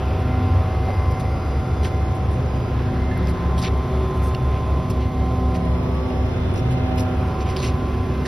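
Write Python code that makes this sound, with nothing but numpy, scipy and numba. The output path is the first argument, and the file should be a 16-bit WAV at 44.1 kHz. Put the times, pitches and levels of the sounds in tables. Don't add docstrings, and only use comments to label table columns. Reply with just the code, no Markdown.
import sys
import numpy as np
from scipy import signal
from scipy.fft import rfft, irfft, next_fast_len
from scipy.io import wavfile
from scipy.ndimage import uniform_filter1d
from numba import njit

SR = 44100
rng = np.random.default_rng(int(sys.argv[2]) if len(sys.argv) > 2 else 0)


def int16_out(signal):
    q = np.round(np.clip(np.atleast_2d(signal).T, -1, 1) * 32767)
    wavfile.write(sys.argv[1], SR, q.astype(np.int16))


def linear_from_db(decibels):
    return 10 ** (np.asarray(decibels, float) / 20)


N = 364707
T = np.arange(N) / SR


@njit
def svf(x, hz, width):
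    y, b, l = np.empty(len(x)), 0., 0.
    g, k = np.tan(np.pi * hz / SR), width / hz
    for i in range(len(x)):
        v = (b + g * (x[i] - l)) / (1 + g * (g + k))
        b, l, y[i] = 2 * v - b, l + 2 * g * v, k * v
    return y


def unit(x):
    return x / np.sqrt(np.mean(x ** 2))


def curves(table):
    s, *columns = np.transpose(table)
    return [np.interp(T, s, c) for c in columns]


def walk(rate_hz):
    step = 32
    hold = int(SR / rate_hz / step)
    levels = np.repeat(rng.standard_normal(N // step // hold + 2), hold)
    coarse = uniform_filter1d(uniform_filter1d(levels, hold), hold)
    return 1.29 * np.interp(np.arange(N) / step, np.arange(len(coarse)), coarse)


def tone(turns, db, hz, pan_db):
    spread = min(.12 + hz / 800, 1)
    ear = np.array([[1], [-1]])
    lean_db = np.exp(-np.log2(hz / 520) ** 2 / 0.64) * pan_db / 2 + spread * 1.1 * walk(1.96)
    phase = 2 * np.pi * turns + ear * spread * 0.12 * walk(1.3)
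    return np.sqrt(2) * linear_from_db(db + ear * lean_db) * np.cos(phase)


def orders(turns, hz, table, pan_db, fade_db, rate_hz):
    return sum(tone(k * turns + rng.random(), db + fade_db * walk(rate_hz), k * hz, pan_db)
               for k, db in table)


def swells(table, which, steady_db):
    total = linear_from_db(steady_db)
    for s, length_s, line, db in table:
        if abs(line / which - 1) < .08:
            total = total + linear_from_db(db) * np.cos(np.pi * np.clip((T - s) / length_s, -.5, .5)) ** 2
    return 20 * np.log10(total + np.zeros(N))


def strong(turns, hz, steady, table, pan_db, flutter_db, rate_hz, slop=0):
    out = 0
    for k, steady_db in steady:
        k = round(k)
        phase = k * turns + rng.random() + slop * k ** 2 * walk(rate_hz)
        db = swells(table, k, steady_db) + flutter_db * np.sqrt(k) * walk(rate_hz)
        out = out + tone(phase, db, k * hz, pan_db)
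    return out


TRUCK_HZ, OTHER_HZ, BEAT_S = 34.98, 32.945, .074
# (time [s], truck 2nd order [dB], other 2nd order [dB])
EXHAUST = [(0, -27, -30.5), (.75, -27.5, -31), (1.35, -27.5, -29), (1.7, -25.5, -29), (2.7, -27, -29.5),
           (3.2, -24.5, -27.5), (4.3, -25, -26), (5.8, -25, -28), (6.3, -28, -30), (6.75, -29, -38),
           (7.3, -27.5, -35), (8.27, -26.5, -30)]
# (firing multiple [1], level [dB])
TRUCK_ORDERS = [(1, -40), (4, -46.5), (6, -52), (10, -51.5)]
# (firing multiple [1], level [dB])
OTHER_ORDERS = [(1.5, -46), (3, -40), (3.5, -43), (4, -43), (4.5, -44), (6, -55.5), (6.5, -51.5), (11, -43),
                (12, -54.5), (12.5, -47.5), (13.5, -58), (14, -55.5), (22, -57)]
# (firing multiple [1], level [dB])
TRUCK_STEADY = [(3, -42.5), (5, -42.5)]
# (time [s], length [s], firing multiple [1], level [dB])
TRUCK_SWELLS = [(2.64, 1.2, 3, -40), (3.36, 1.06, 5, -36), (3.44, 2.6, 3, -40), (5.12, 2.4, 3, -37),
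                (5.475, 2.8, 5, -36.5), (6.96, 1, 5, -41)]


def exhausts(hunt_s, pan_db):
    truck, other = TRUCK_HZ * (T - BEAT_S), OTHER_HZ * (T - BEAT_S)
    truck_db, other_db = curves(EXHAUST)
    out = tone(2 * truck, truck_db, 70, pan_db) + tone(2 * other, other_db, 66, pan_db)
    out += strong(truck, TRUCK_HZ, TRUCK_STEADY, TRUCK_SWELLS, pan_db, 0.87, 4)
    out += orders(truck + TRUCK_HZ * hunt_s, TRUCK_HZ, TRUCK_ORDERS, pan_db, 1.9, 2.59)
    return out + orders(other, OTHER_HZ, OTHER_ORDERS, pan_db, 4.6, 2.996)


# (pitch [Hz], width [Hz])
DRUM_MODES = [(78, 8), (93, 10.7), (124, 23)]
# (time [s], length [s], mode [Hz], level [dB])
LUMPS = [(.7, 1.4, 78, -33), (1.9, 1.4, 78, -34.5), (0.16, 0.56, 93, -27), (0.24, 0.18, 124, -30),
         (0.52, 0.48, 93, -18.5), (0.96, 0.64, 93, -25.6), (1.32, 0.33, 93, -30), (1.8, 0.69, 93, -33),
         (2.12, 0.28, 93, -25), (2.2, 0.45, 124, -44), (2.28, 0.3, 93, -34), (2.4, 0.17, 124, -23.5),
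         (2.76, 0.47, 124, -26.5), (2.88, 0.22, 93, -29.5), (3.16, 0.18, 93, -31), (3.6, 0.17, 124, -26.5),
         (4.28, 0.15, 93, -31.9), (4.44, 0.13, 124, -30.5), (6.48, 0.27, 124, -35), (6.52, 0.22, 93, -25),
         (6.68, 0.43, 124, -27), (6.84, 0.22, 93, -30), (7.04, 0.21, 93, -24), (7.24, 0.19, 93, -24),
         (7.48, 0.18, 93, -29), (7.64, 0.39, 124, -33), (7.72, 0.2, 93, -33), (8.04, 0.3, 93, -28.5)]


def drum():
    out = 0
    for hz, width_hz in DRUM_MODES:
        shake = np.sqrt(2) * np.cos(2 * np.pi * (hz * T + .12 * walk(width_hz)))
        out = out + linear_from_db(swells(LUMPS, hz, -36) + 1.5 * walk(20)) * shake
    return out


PUMP_HZ, GEAR_HZ, FAN_HZ = 126.17, 173.0, 4877
# (order [1], level [dB])
PUMP_ORDERS = [(1, -38.5), (10, -54), (11, -55), (12, -62)]
# (order [1], level [dB])
PUMP_STEADY = [(2, -41), (3, -47.5), (4, -49.5), (5, -49.5), (6, -48.5), (7, -62), (8, -55.5), (9, -56)]
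# (time [s], length [s], order [1], level [dB])
PUMP_SWELLS = [(0.358, 2, 5, -45.5), (.4, 0.52, 2, -31.5), (.7, 2.75, 6, -39), (2.04, 1.8, 6, -41),
               (2.7, 1.1, 4, -53), (3, 1.11, 2, -34.5), (3.003, 0.91, 6, -44.5), (3.196, 1.7, 3, -45),
               (3.68, 0.83, 6, -42.5), (3.836, 2.1, 5, -47.5), (4.036, .43, 3, -36), (4.044, 2.3, 3, -38.5),
               (4.498, 1.75, 6, -44.5), (4.8, 1.6, 5, -52), (5.157, 1.6, 3, -42.5), (5.4, 0.97, 6, -38.5),
               (5.394, 1.98, 2, -32), (5.717, 0.47, 5, -43), (5.85, 1.9, 4, -44), (6.164, 0.28, 6, -41),
               (6.162, 2.16, 3, -38.5), (6.32, 1.25, 2, -36), (6.96, 0.89, 2, -29.5), (7, 0.69, 5, -40),
               (7.045, 0.45, 3, -42.5), (7.107, 1.85, 6, -38.5), (7.6, 0.28, 3, -41),
               (7.957, 1.6, 2, -36.5), (7.96, 2, 3, -37.5), (8, 0.91, 6, -55),
               (2.2, .7, 7, -56), (3.5, 1.1, 7, -46.5), (4.2, 1.2, 7, -50), (5.95, 1.3, 7, -47.5),
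                    (7.1, 1, 7, -54), (1, .5, 8, -51), (3, 1.6, 8, -53), (4.7, 1.2, 8, -50),
                    (5.7, .9, 8, -43.5), (7.5, 2, 8, -47), (.9, 1.9, 9, -48.5), (2.3, 0.78, 9, -54),
                    (3.9, 2.2, 9, -50), (5, 1, 9, -52), (6, 1, 9, -46), (7.7, 2.2, 9, -48)]
# (order [1], level [dB])
GEAR_ORDERS = [(2, -48), (3, -49.5), (4, -64.5), (8, -61.5)]
# (order [1], level [dB])
GEAR_FAINT = [(20, -64), (20.5, -64), (30, -68)]
# (order [1], level [dB])
GEAR_STEADY = [(6, -48), (12, -59.5)]
# (time [s], length [s], order [1], level [dB])
GEAR_SWELLS = [(.5, .5, 6, -44.5), (.4, .9, 12, -52), (1.08, .4, 6, -43), (1.05, 1.0, 12, -49),
               (2.05, 1.0, 6, -47), (1.95, .5, 12, -55), (3.13, .6, 12, -48.5), (3.6, 1.2, 6, -43),
               (4.5, 2.1, 6, -39.5), (5.452, 0.74, 6, -41), (5.2, .6, 12, -60), (6.3, .45, 12, -52),
               (6.8, 0.97, 12, -56), (7.6, 1.1, 6, -43.5), (8.1, .8, 6, -46), (8.1, .6, 12, -57)]
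# (time [s], length [s], order [1], level [dB])
FAN_SWELLS = [(.1, .3, 1, -63), (.5, .4, 1, -60.5), (.95, .5, 1, -61), (1.4, .6, 1, -57.5),
              (1.75, .5, 1, -60.5), (2.58, .5, 1, -57.5)]


def whines(hunt_s, pan_db):
    pump, gear = PUMP_HZ * (T + hunt_s), GEAR_HZ * (T + hunt_s)
    out = orders(pump, PUMP_HZ, PUMP_ORDERS, pan_db, 3.3, 3.8)
    out += orders(gear, GEAR_HZ, GEAR_ORDERS, pan_db, 3.2, 3.5)
    out += orders(gear, GEAR_HZ, GEAR_FAINT, 0, 4, 3)
    out += strong(pump, PUMP_HZ, PUMP_STEADY, PUMP_SWELLS, pan_db, .45, 12)
    out += strong(gear, GEAR_HZ, GEAR_STEADY, GEAR_SWELLS, pan_db, .65, 16, slop=.0016)
    fan_db = swells(FAN_SWELLS, 1, -74) + 2.6 * walk(16)
    return out + tone(FAN_HZ * T + .17 * walk(30), fan_db, FAN_HZ, 0)


# (time [s], length [s], level [dB], sole [Hz], top [Hz])
SCUFFS = [(1.827, 0.06, -37.5, 1690, 7400), (3.277, .04, -43.5, 2200, 11000),
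          (3.613, .045, -36, 4600, 7000), (3.63, 0.055, -32, 2400, 4500), (4.509, 0.089, -48, 2300, 3500),
          (5, 0.059, -45.5, 2800, 4400), (5.543, .03, -42, 2100, 8000), (6.975, 0.038, -41, 2700, 3570),
          (7.4, .032, -42, 2670, 6000), (7.45, 0.095, -42, 2270, 4000), (7.48, 0.053, -46, 2300, 9000),
          (7.563, 0.05, -39.5, 4260, 6000), (7.596, 0.063, -40, 4200, 6700),
          (7.618, 0.081, -33.5, 2710, 7000), (8.251, 0.095, -32, 1950, 6540), (2.736, .19, -45, 1650, 2000),
          (2.93, .19, -47, 1800, 2200), (3.13, .19, -45, 1700, 2100), (3.329, 0.18, -46, 1640, 2000),
          (4.55, .06, -52, 2400, 3000)]
# (time [s], length [s], level [dB], sole [Hz])
BRUSHES = [(0.185, .038, -56.5, 8000), (1.108, 0.022, -49, 5500), (1.194, 0.024, -44, 4300),
           (2.146, 0.027, -54, 9000), (2.294, 0.078, -55.5, 8600), (3.576, 0.037, -38.5, 3720),
           (4.15, 0.052, -56, 7000), (4.219, 0.082, -45, 7940), (4.898, .022, -42, 5200),
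           (6.553, .053, -48, 5760), (6.703, .04, -46.5, 3200), (6.972, 0.06, -41.5, 5430),
           (7.263, 0.029, -56.5, 7960)]
BRUSH_TOP_HZ, GRIT_BELOW_SOLE = 11500, .66


def drag(length_s, sole_hz, top_hz):
    count = int(1.3 * length_s * SR)
    u = np.arange(count) / (1.3 * length_s * SR)
    noise, grit, slip, luck = rng.standard_normal((4, SR // 4))
    noise = noise * (1 + 4 * (luck > 2.7))
    rough_db = 2.0 * np.repeat(grit, 55)[:SR // 4] + 1.4 * np.repeat(slip, 250)[:SR // 4]
    grains = (noise * linear_from_db(rough_db))[:count]
    edges_hz = [GRIT_BELOW_SOLE * sole_hz, max(top_hz, 1.2 * sole_hz)]
    hiss = signal.sosfilt(signal.butter(2, edges_hz, "band", fs=SR, output="sos"), grains)
    for multiple, gain in [(1, 1.6), (1.4, .8), (2.0, .6)]:
        hz = min(multiple * sole_hz, 15000.)
        hiss = hiss + gain * svf(svf(grains, hz, .42 * hz), hz, .42 * hz)
    return unit(hiss) * 2.07 * u ** 0.69 * (1 - u) ** 1.58 * 2.21


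# (time [s], peak [dB], pitch [Hz], t60 [s])
TICKS = [(3.177, -31, 11400, 0.0037), (3.272, -28, 5000, 0.0066), (4.348, -25.5, 2820, 0.019),
         (4.348, -31.5, 4400, 0.011), (4.349, -29.5, 5440, .012), (1.8487, -26, 3100, 0.016),
         (3.582, -27.5, 3300, .008), (6.981, -31.5, 2900, 0.018), (5.655, -41, 10000, 0.0034),
         (5.951, -37, 9500, 0.0044), (6.104, -31, 2800, .017), (6.540, -35, 10000, 0.005),
         (7.564, -21, 2900, .005), (1.854, -27.5, 2100, 0.017), (8.252, -28.5, 1800, 0.023),
         (8.9, -27, 4200, .005), (8.066, -43.5, 12000, 0.0036), (.886, -14, 700, .016),
         (.8965, -17, 560, .02), (.904, -17.5, 740, .028), (3.112, -32.5, 1740, 0.12),
         (4.902, -37, 12700, .004), (6.96, -36, 13000, 0.0036), (1.841, -42, 13000, .004),
         (3.586, -31, 5630, .012), (3.591, -30.5, 3900, 0.013), (3.6265, -26, 4870, .016),
          (3.637, -25, 3100, .012), (3.648, -24, 2080, .02), (3.664, -26, 2200, .016),
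          (6.559, -36.5, 5300, .03), (6.578, -35.5, 5680, .03), (6.592, -38.5, 5400, .03),
          (6.98, -29.5, 5140, .025), (6.994, -33, 5600, .025), (7.006, -33, 5900, .025),
          (6.998, -39.5, 10600, .012), (7.5642, -23, 4600, 0.0043), (7.5686, -24, 2400, 0.0066),
          (7.575, -28, 4900, .01), (7.591, -28, 4300, .01), (7.621, -28, 4000, .008),
          (7.6336, -23, 5640, .008), (7.641, -28, 2100, .014), (7.646, -28, 5300, .008),
          (7.6345, -25, 2800, .012), (3.281, -31, 2600, .014), (4.903, -33, 2600, .012),
          (5.552, -31, 2500, .014), (6.575, -35, 2600, .015), (1.204, -36, 2600, .01),
          (7.5685, -21, 5150, .008), (7.5688, -27, 3700, .005), (1.21, -38, 3400, .01),
          (7.656, -27, 3200, .01), (7.665, -24, 4280, .008), (7.677, -27, 5200, 0.011)]


def tick(hz, t60_s):
    u = np.arange(int(t60_s * SR)) / SR
    rough = svf(rng.standard_normal(SR // 8), 1. 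* hz, 0.51 * hz)[:len(u)]
    ring = np.sin(2 * np.pi * hz * u) + 1.2 * rough
    return ring * np.exp(-np.log(1000) * u / t60_s) * np.minimum(u * hz / 0.53, 1)


def boots():
    out = np.zeros(N + SR)
    for s, length_s, db, sole_hz, top_hz in [*[(*row, BRUSH_TOP_HZ) for row in BRUSHES], *SCUFFS]:
        hiss = drag(length_s, sole_hz, top_hz)
        out[int(s * SR):][:len(hiss)] += linear_from_db(db) * hiss
    for s, db, hz, t60_s in TICKS:
        ring = tick(hz, t60_s)
        out[int(s * SR):][:len(ring)] += linear_from_db(db) * ring
    out = out[:N]
    late = uniform_filter1d(np.roll(out, 37), 7)
    return np.array([out + 0.28 * late, out - 0.47 * late])


# (pitch [Hz], density [dB/Hz], side minus mid [dB])
ROAR = [(25, -21.5, -31), (48.7, -20.5, -24), (73, -4.5, -29), (160, -10.5, -21.5), (300, -17.5, -15.5),
        (619, -21, -11), (1100, -29, -8), (1540, -34, -19.5), (2313, -34.5, -5.5), (4200, -45.5, -11),
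        (6000, -45.5, -14), (9000, -57, -45), (12700, -50, -43.5), (16700, -81.5, -35)]
ROAR_DB, WIDE_TOP_HZ = -26.5, 5900
BASS_WIDE, SHADE = 0.72, .15


def roar(roar_db, pan_db, wide_db):
    hz_points, db_points, side_points = np.transpose(ROAR)
    out, clatter = 0, np.cos(2 * np.pi * TRUCK_HZ * T) + .5 * walk(60)
    for hz in 25 * 2 ** np.arange(0, 9.4, 1 / 3):
        mid, side = (svf(svf(rng.standard_normal(N), hz, hz / 3), hz, hz / 3) for _ in range(2))
        db, side_db = (np.interp(np.log(hz), np.log(hz_points), p) for p in (db_points, side_points))
        up = np.clip(np.log2(hz / 200) / 3, 0, 1)
        db = db + up * (roar_db + min(2.0, 4000 / hz) * walk(1.0))
        db = db - SHADE * wide_db * np.clip(np.log2(hz / 2000), 0, 1)
        db = db + 0.71 * walk(6) + 0.51 * up * clatter
        lean_db = np.exp(-np.log2(hz / 600) ** 2 / 0.58) * pan_db / 2
        side_db = side_db + max(up, BASS_WIDE) * wide_db / (1 + (hz / WIDE_TOP_HZ) ** 10)
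        ports = mid + linear_from_db(side_db) * np.array([side, -side])
        out = out + linear_from_db(db + np.array([lean_db, -lean_db])) * ports
    return unit(out) * linear_from_db(ROAR_DB)


def shadow(x, wide_db):
    from_db, full_db = 4, 12
    band = svf(x.mean(axis=0), 4600., 320.)
    band = np.clip((wide_db - from_db) / (full_db - from_db), 0, 1) * band
    return x - np.array([0 * band, 2 * band])


# (time [s], roar [dB], left minus right [dB], extra side [dB])
AIM = [(0, 0, -0.5, -4), (.9, -0.5, -2, -3), (2.1, -1, -2.5, 3), (3.35, -1, -1.5, 2), (3.9, 0, -2, -2),
       (5.5, -1.5, -4.5, -3), (5.65, -.5, -5, 8.5), (6.3, -1, -4, 9), (6.95, -1, -8, 11),
       (7.3, -0.5, -6, 1), (8.27, -0.5, -5.5, -.5)]


def scene():
    roar_db, pan_db, wide_db = curves(AIM)
    hunt_s = .00025 * np.sin(2 * np.pi * 1.28 * (T - 4.5))
    yard = exhausts(hunt_s, pan_db) + drum() + whines(hunt_s, pan_db)
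    yard += boots() + roar(roar_db, pan_db, wide_db)
    return shadow(yard, wide_db)


# (pitch [Hz], side under mid [dB], mid under side [dB], bin under its band [dB])
DROPOUT = [(104, -33, -30, -35), (990, -22.5, -30, -24), (2000, -13, -20, -21.5), (4000, -14, -10, -12),
           (5200, -3.5, -10, -8), (6300, 0, -4, -3), (7000, 2.5, -4.5, 2), (9000, -3.5, -5.5, -5.5),
           (12000, -2, -1.5, 0), (13200, -3, 2.5, 1), (15500, -9, 0, -1)]
SHARP_S = [3.28, 4.9, 6.96, 8.25]


def starve(x):
    frame = dict(window="cosine", nperseg=2048, noverlap=1024)
    lead = 84
    pair = np.pad([x[0] + x[1], x[0] - x[1]], ((0, 0), (lead, 0))) / 2
    pair = signal.stft(pair, **frame)[2]
    edges = np.arange(0, 1025, 12)
    spread = lambda band: np.repeat(band, np.diff(np.r_[edges, 1025]), axis=-2)
    power = np.add.reduceat(abs(pair) ** 2 + 1e-30, edges, axis=1) / 12
    shape = power[0].shape
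    ratio_db = 10 * np.log10(power[1] / power[0])
    ratio_db = ratio_db + 1.1 * rng.standard_normal(shape) + 1.7 * rng.standard_normal(shape[1])
    hz, *limits = np.transpose(DROPOUT)
    centre = edges + 6
    side_db, mid_db, bin_db = (np.interp(np.log(centre), np.log(hz * 2048 / SR), db)[:, None]
                               for db in limits)
    keep = spread(np.array([-ratio_db > mid_db, ratio_db > side_db]))
    keep = keep * (abs(pair) ** 2 > spread(power * linear_from_db(2 * bin_db)))
    from_hz, all_hz = 13400, 18000
    share = (centre * SR / 2048 - from_hz) / (all_hz - from_hz)
    keep = keep * spread(rng.random(shape) > share[:, None])
    sharp = np.round((np.array(SHARP_S) * SR + lead) / 1024).astype(int)
    keep[:, 250:620, sharp] = 1
    leak = np.roll(pair[::-1, 250:620, sharp], 5, axis=1)
    pair[:, 250:620, sharp] += linear_from_db(-14) * leak
    mid, side = signal.istft(pair * keep, **frame)[1]
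    return np.array([mid + side, mid - side])[:, lead:lead + N]


def top_cut(x):
    return signal.sosfilt(signal.butter(12, 15600, fs=SR, output="sos"), x)


def record(dry):
    from_hz, turn_hz = 4400, 6700
    size = next_fast_len(N)
    hz = np.arange(size // 2 + 1) * SR / size
    turn = np.exp(-1j * np.pi * np.maximum(hz - from_hz, 0) / turn_hz)
    bass_cut = 1 + (24 / (hz + 1)) ** 6
    ports = irfft(rfft(dry, size) * np.array([turn, turn.conj()]) / bass_cut, size)[:, :N]
    mix = starve(ports)
    return top_cut(mix)


dry = scene()
out = record(dry)
int16_out(out)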